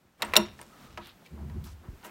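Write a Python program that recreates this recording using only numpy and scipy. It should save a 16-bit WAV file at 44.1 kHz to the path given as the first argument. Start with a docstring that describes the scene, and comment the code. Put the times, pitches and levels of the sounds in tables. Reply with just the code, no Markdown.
"""A steel latch on a wooden stall door is knocked free in sharp clacks: noise and sine bursts ring steel and boards.
The door swings open with a low shudder, a wandering hum under rough board tones; dull thuds sag in pitch.
Scuffs, slides and rubs are bands of grainy noise, some smooth, one a faint narrow hinge rub; straw snaps dryly.
A quiet barn hisses and rumbles underneath; the stall answers the latch with a diffuse echo."""
import sys
import numpy as np
from scipy import signal
from scipy.fft import rfft, irfft
from scipy.io import wavfile

SR = 44100
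rng = np.random.default_rng(int(sys.argv[2]) if len(sys.argv) > 2 else 0)


def transcribe(u):
    """Save the signal u as a 16-bit wav file named by the first command-line argument.

    u: samples, shape (n,) or (channels, n), limited to [-1, 1]; the rate is SR.
    q: integer samples, one column per channel.
    """
    v = np.clip(np.atleast_2d(u).T, -1, 1)
    q = np.round(v * 32767).astype(np.int16)
    wavfile.write(sys.argv[1], SR, q)


N = 92610
T = np.arange(N) / SR  # s

# latch blows: (time [s], level [dB], clack centre [Hz], clack length [s], then relative to the blow:
# bright snap [dB], woody knock [dB], steel ring [dB], door boom [dB])
LATCH_BLOWS = [(0.2211, -17, 3770, 0.0054, -9, -6, -25.5, -31),
               (0.2249, -26, 1083, 0.0049, -40, 1.5, -59, -9.5),
               (0.247, -38.5, 8480, 0.0088, -18, -1, -35, -50),
               (0.32, -47.5, 3020, 0.0014, -28, 2, -53.5, -60),
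               (0.3362, -16, 2500, 0.0012, -16, -4, -40.5, -45),
               (0.3554, -14.5, 3800, 0.0016, -14, -4.5, -33, -22),
               (0.365, 0.97, 3730, 0.0029, -10.5, -21.5, -19, -27.5),
               (0.37, -13.5, 1020, 0.0017, -7, -7.5, -19, -11.5),
               (0.59, -38.5, 1810, 0.0043, -21, -7.5, -29.5, -27),
               (0.596, -42.5, 946, 0.0069, -19.5, -33, -33.5, -11.5),
               (.614, -36, 8870, 0.0026, -9.5, -9.5, -35.5, -41.5),
               (0.627, -48, 8840, 0.001, -5, -3.5, -45.5, -9.5),
               (0.9745, -31.5, 2060, 0.0026, -23.5, -3, -58, -13),
               (0.9776, -32.5, 700, 0.0047, -20, -9.5, -48.5, -13),
               (1.07, -42.5, 12000, .002, -7, -10.5, -26.5, -30),
               (1.261, -48.5, 2320, 0.0072, -5, -11, -44.5, -31),
               (1.498, -47.5, 1800, 0.003, -11.5, -8, -45.5, -8.5),
               (2.047, -43.5, 2790, 0.005, -4, -12, -28, -1.5)]
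CLACK_Q, SNAP_T60_S = 4, .03
KNOCK_HZ, KNOCK_OCTAVES, KNOCK_T60_S = 1030, 2.7, .044

# ringing modes of the steel bolt: (frequency [Hz])
STEEL_MODE_HZ = [2850, 3865, 5590, 5696, 7122, 8425, 10300, 11920, 12900, 15300, 15550]
# how each steel mode rings: (level [dB], decay t60 [s], width of its rattle [Hz])
STEEL_MODES = [(3, .07, 200), (-15, .3, 700), (-3, .3, 60), (-10, .3, 60), (-5, .15, 140), (-15, .2, 200),
               (-3, .2, 200), (-4, .12, 250), (-11, .1, 200), (-22, .1, 100), (-12, .12, 60)]
RATTLE_S, RING_ON_DB = .011, -20
ROUGH_RING_HZ = 400  # modes this wide ring as pure noise

# modes of the door boards: (frequency [Hz])
DOOR_MODE_HZ = [73.5, 147, 185, 210, 280, 347, 440, 624, 960, 1040, 1290]
# how each board mode booms: (level [dB], decay t60 [s])
DOOR_MODES = [(-24, .3), (-20, .2), (-12, .15), (-7, .3), (-9, .12), (-1, .16), (-1, .08), (4, .06),
              (3, .06), (-4, .08), (1, .045)]
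DOOR_SWELL_S, DOOR_SWELL_HZ = .01, 210  # swell time at this frequency; higher modes swell faster
DOOR_ROUGH, DOOR_WIDTH_HZ = .45, 60

# shudder of the swinging door: (time [s], lowest mode level [dB rms], higher modes level [dB rms])
SHUDDER_LEVELS = [(1.29, -74, -67.5), (1.318, -54.5, -49), (1.34, -40.5, -41.5), (1.374, -46.5, -47.5),
                  (1.433, -37, -43.5), (1.5, -49.5, -44.5), (1.533, -40, -51), (1.57, -36, -39),
                  (1.592, -34, -50), (1.634, -51, -49.5), (1.658, -45.5, -48.5), (1.74, -44.5, -71),
                  (1.777, -50.5, -64.5), (1.812, -50, -61.5), (1.848, -72, -57), (1.87, -50.5, -52)]
# balance of the board modes above the lowest within the shudder: (level [dB])
SHUDDER_MODE_DB = [2, -8, 0.5, -12, -6.5, -16]
SHUDDER_WIDTH_HZ, WANDER_HZ = 47.1, 9.7  # width of each higher mode, rms pitch wander of the lowest

# dull thuds: (time [s], level [dB], pitch scale [Hz])
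THUD_HITS = [(.05, -55, 180), (1.218, -54, 250), (1.862, -50, 350), (1.883, -32, 85), (1.93, -44, 100)]

# scuffs, slides and rubs: (time [s], attack [s], hold [s], release t60 [s], level [dB rms before shaping],
# centre [Hz], width [octaves], grain depth [dB], limited to 4)
SCUFF_MOVES = [(0.184, 0.027, 0.21, 0.17, -47.5, 795, 2.04, -5),
               (0.382, 0.017, 0.039, 0.36, -46, 1180, 2.6, -21),
               (0.386, 0.018, 0.017, 0.14, -53.5, 6983, 1.9, 8),
               (0.547, 0.04, 0.035, 0.89, -61.5, 3140, 3, 6),
               (0.675, 0.05, 0.29, 0.34, -62.5, 1237, 0.13, -7), (.7, 0.13, 0.1, 0.39, -62, 481, 6.4, 8.5),
               (0.985, 0.039, 0.081, 0.13, -56, 3300, 0.63, 1.5),
               (0.981, .02, 0.097, 0.14, -58, 1300, 1.4, 1),
               (1.013, 0.04, 0.037, .08, -65.5, 11500, 0.85, 3),
               (1.214, 0.0066, 0.0062, 0.042, -59, 646, 2, -4),
               (1.229, 0.03, 0.011, 0.075, -60, 2927, 1.08, 2),
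               (1.327, 0.064, 0.019, 0.25, -53, 820, 0.98, 3.5),
               (1.448, 0.021, 0.15, 0.16, -65.5, 908, 1.13, -1.2),
               (1.6376, 0.0014, 0.017, 0.19, -57, 11250, 0.86, 1.8),
               (1.6385, .002, 0.041, 0.13, -56.5, 4000, 1.4, 3),
               (1.641, 0.02, 0.022, 0.12, -55, 1100, 0.72, -0.5),
               (1.681, .02, 0.031, .06, -62, 3450, 2.9, 0), (1.824, 0.019, 0.007, 0.28, -56, 905, 1.3, 3),
               (1.841, 0.021, 0.094, 0.088, -58, 317, 0.46, 3.5),
               (2.023, 0.015, 0.044, 0.34, -50.5, 860, 2.45, 1.5),
               (2.029, 0.02, 0.012, 0.17, -53, 9080, 1.5, 2.5)]

# straw snapping: (time [s], level [dB])
STRAW_CRACKS = [(1.0343, -51), (1.0463, -45), (1.051, -49), (1.059, -40.5), (1.096, -42), (1.6412, -42.5),
                (2.0295, -47.5), (2.052, -42), (2.054, -45)]
CRACK_HZ, CRACK_OCTAVES, CRACK_S = 3200, .83, .0009

# low rumble of movement: (time [s], level [dB rms])
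RUMBLE_LEVELS = [(0, -78), (.18, -75), (.28, -47), (.35, -52), (.43, -48), (.55, -57), (.78, -70.5),
                 (.95, -48.5), (1.05, -59), (1.15, -69), (1.28, -100), (1.45, -45.5), (1.65, -54.5),
                 (1.85, -63), (1.95, -57), (2.1, -82)]
RUMBLE_HZ, RUMBLE_OCTAVES = 65, 1.7

# colour of the barn hiss: (frequency [Hz], relative level per Hz [dB])
HISS_COLOUR = [(18, -18), (30, 3.5), (53, -14.5), (184, 1.5), (437, -7.5), (1390, -12), (4780, -22.5),
               (8740, -26), (16000, -26.5)]
# barn hiss over time, relative to HISS_DB: (time [s], level [dB])
HISS_LEVELS = [(.17, -4.6), (.25, 15.5), (.45, 1.5), (.53, 5.5), (.62, 2), (.85, 9), (.89, 3), (1.2, 3),
               (1.5, 3.5), (1.62, 3.5), (1.8, 1.5), (2.1, 6.5)]
HISS_DB = -61.5

# echo of the stall: (band centre [Hz], level [dB], decay t60 [s])
STALL_BANDS = [(300, -56, 0.29), (700, -45, 0.16), (1402, -48, 0.24), (3000, -62, 0.4), (6000, -57, .18),
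               (12000, -61, 0.085)]

MIC_DIP_HZ, MIC_DIP_SHARE = 10600, .35
CLIP_LEVEL, TOP_HZ = .93, 15900


def undb(db):
    """Turn decibels into gain."""
    return 10 ** (np.asarray(db) / 20)


def unit(x):
    """Scale to an rms of 1."""
    return x / np.sqrt(np.mean(x ** 2))


def fade(t, t60):
    """Exponential decay that falls 60 dB in t60 seconds."""
    return np.exp(-np.log(1000) * t / t60)


def curve(rows):
    """Join (time, value) rows with straight lines."""
    return np.interp(T, *np.array(rows).T)


def band(x, hz, octaves):
    """Band-pass so many octaves wide, within the audible range."""
    edges = np.clip(hz * 2. ** (np.array([-.5, .5]) * octaves), 15, .49 * SR)
    return signal.sosfilt(signal.butter(2, edges, "band", fs=SR, output="sos"), x)


def narrow(count, hz, width_hz):
    """Noise gathered round one frequency: a rough tone of rms 1."""
    settle = 4000  # samples dropped while the filter builds up
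    noise = rng.standard_normal(count + settle)
    return unit(band(noise, hz, np.log2(1 + width_hz / hz))[settle:])


def add(out, start_s, x):
    """Mix a sound in at its start time, trimmed at the end of the scene."""
    i = int(start_s * SR)
    out[i:i + len(x)] += x[:N - i]


def steel_bolt(t):
    """The bolt's modes rattle loudly until it seats, then ring on softly; wider modes are noisier."""
    envelope = np.exp(-(t / RATTLE_S) ** 4) + undb(RING_ON_DB)
    steel = np.zeros(len(t))
    for hz, (db, t60, width_hz) in zip(STEEL_MODE_HZ, STEEL_MODES):
        rough = narrow(len(t), hz, width_hz)
        pure = np.sqrt(2) * np.sin(2 * np.pi * hz * t)
        share = min(width_hz / ROUGH_RING_HZ, 1)
        ring = share * rough + (1 - share) * pure
        steel += undb(db) * fade(t, t60) * envelope * ring
    return steel


def door_boards(t):
    """The boards' modes boom a little late, each a sine roughened with narrow noise."""
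    door = np.zeros(len(t))
    for hz, (db, t60) in zip(DOOR_MODE_HZ, DOOR_MODES):
        tone = np.sin(2 * np.pi * hz * t) + DOOR_ROUGH * narrow(len(t), hz, DOOR_WIDTH_HZ)
        swell = 1 - np.exp(-t * hz / DOOR_SWELL_HZ / DOOR_SWELL_S)
        door += undb(db) * tone * fade(t, t60) * swell
    return door


def latch():
    """Each blow stacks a clack, a bright snap and a woody knock on the ringing bolt and booming boards."""
    out, t = np.zeros(N), T[:SR // 3]
    onset = np.minimum(t / .0005, 1)
    for start, db, hz, length, snap_db, knock_db, steel_db, door_db in LATCH_BLOWS:
        noise = rng.standard_normal((3, len(t)))
        clack = .3 * unit(band(noise[0], hz, 1 / CLACK_Q)) + .7 * np.sin(2 * np.pi * hz * t)
        clack = clack * np.exp(-(t / length) ** 2)
        snap = undb(snap_db) * band(noise[1], 5500, 2.8) * fade(t, SNAP_T60_S)
        knock = undb(knock_db) * unit(band(noise[2], KNOCK_HZ, KNOCK_OCTAVES)) * fade(t, KNOCK_T60_S)
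        steel = undb(steel_db) * steel_bolt(t)
        door = undb(door_db) * door_boards(t)
        add(out, start, undb(db) * (onset * (clack + snap + knock + steel) + door))
    return out


def shudder():
    """Hinge friction keeps the lowest board mode humming and shakes the next ones roughly."""
    time, low_db, high_db = np.array(SHUDDER_LEVELS).T
    on = np.clip(np.minimum(T - time[0], time[-1] - T) / .0077, 0, 1)  # ramps in and out
    wander = unit(band(rng.standard_normal(N), 17.3, .64))
    hum_hz = DOOR_MODE_HZ[0] + WANDER_HZ * wander
    hum = np.sqrt(2) * np.sin(2 * np.pi * np.cumsum(hum_hz) / SR)
    shake = np.zeros(N)
    for hz, db in zip(DOOR_MODE_HZ[1:], SHUDDER_MODE_DB):
        shake += undb(db) * narrow(N, hz, SHUDDER_WIDTH_HZ)
    low = hum * undb(np.interp(T, time, low_db))
    high = unit(shake) * undb(np.interp(T, time, high_db))
    return on * (low + high)


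def thuds():
    """A soft push of about two cycles that sags in pitch."""
    out, t = np.zeros(N), T[:SR // 8]
    for start, db, hz in THUD_HITS:
        turns = hz * t
        push = -1.6 * np.sin(2 * np.pi * 2.36 * turns ** .33)  # phase slows as it goes
        envelope = np.minimum(turns / .5, 1) * np.exp(-turns / 1.8)
        add(out, start, undb(db) * push * envelope)
    return out


def scuffs():
    """Scuffs, slides and rubs: bands of grainy noise, some smooth, one a faint narrow hinge rub."""
    out, grain = np.zeros(N), 60  # samples per grain
    for start, attack, hold, t60, db, hz, octaves, grain_db in SCUFF_MOVES:
        size = np.minimum(rng.exponential(size=N // grain + 1), 3)
        grain_level_db = np.minimum(grain_db, 4) * np.repeat(size, grain)[:N]
        grains = rng.standard_normal(N) * undb(grain_level_db)
        rise = np.clip((T - start) / attack, 0, 1) ** 1.9
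        release = fade(np.maximum(T - start - attack - hold, 0), t60)
        out += undb(db) * rise * release * unit(band(grains, hz, octaves))
    return out


def straw_cracks():
    """Straw snaps: single dry bursts of band noise, a few cycles long."""
    out, t = np.zeros(N), T[:400]
    for start, db in STRAW_CRACKS:
        snap = unit(band(rng.standard_normal(len(t)), CRACK_HZ, CRACK_OCTAVES))
        add(out, start, undb(db) * snap * np.exp(-t / CRACK_S))
    return out


def stall_echo(x):
    """Diffuse echo off the stall: noise tails that fade band by band, convolved with the sound."""
    t = T[:SR * 3 // 4]
    tail = np.zeros(len(t))
    for hz, db, t60 in STALL_BANDS:
        tail += undb(db) * unit(band(rng.standard_normal(len(t)), hz, 1.5)) * fade(t, t60)
    return signal.fftconvolve(x, tail * np.minimum(t / .0043, 1))[:N]


def rumble():
    """Low movement, heard as deep band noise that swells and sinks."""
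    noise = rng.standard_normal(N)
    return unit(band(noise, RUMBLE_HZ, RUMBLE_OCTAVES)) * undb(curve(RUMBLE_LEVELS))


def barn_hiss():
    """Quiet barn air: noise coloured in the spectrum, its level moving over time."""
    hz = np.maximum(np.fft.rfftfreq(N, 1 / SR), 1)
    colour_hz, colour_db = np.array(HISS_COLOUR).T
    colour = undb(np.interp(np.log(hz), np.log(colour_hz), colour_db))
    hiss = irfft(rfft(rng.standard_normal(N)) * colour, N)
    return unit(hiss) * undb(HISS_DB + curve(HISS_LEVELS))


def scene():
    """Mix every layer into one channel; only the latch feeds the echo."""
    blows = latch()
    door = blows + stall_echo(blows) + shudder()
    movement = thuds() + scuffs() + straw_cracks()
    background = rumble() + barn_hiss()
    return (door + movement + background)[None]


def record(dry):
    """The microphone dips in the high treble; the recorder drops deep bass, clips peaks and cuts the top."""
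    peak = signal.lfilter(*signal.iirpeak(MIC_DIP_HZ, 9, fs=SR), dry)
    dipped = dry - MIC_DIP_SHARE * peak
    lean = signal.sosfilt(signal.butter(2, 40, "high", fs=SR, output="sos"), dipped)
    clipped = np.clip(lean, -CLIP_LEVEL, CLIP_LEVEL)
    return signal.sosfilt(signal.ellip(10, .2, 60, TOP_HZ, fs=SR, output="sos"), clipped)


dry = scene()
out = record(dry)
transcribe(out)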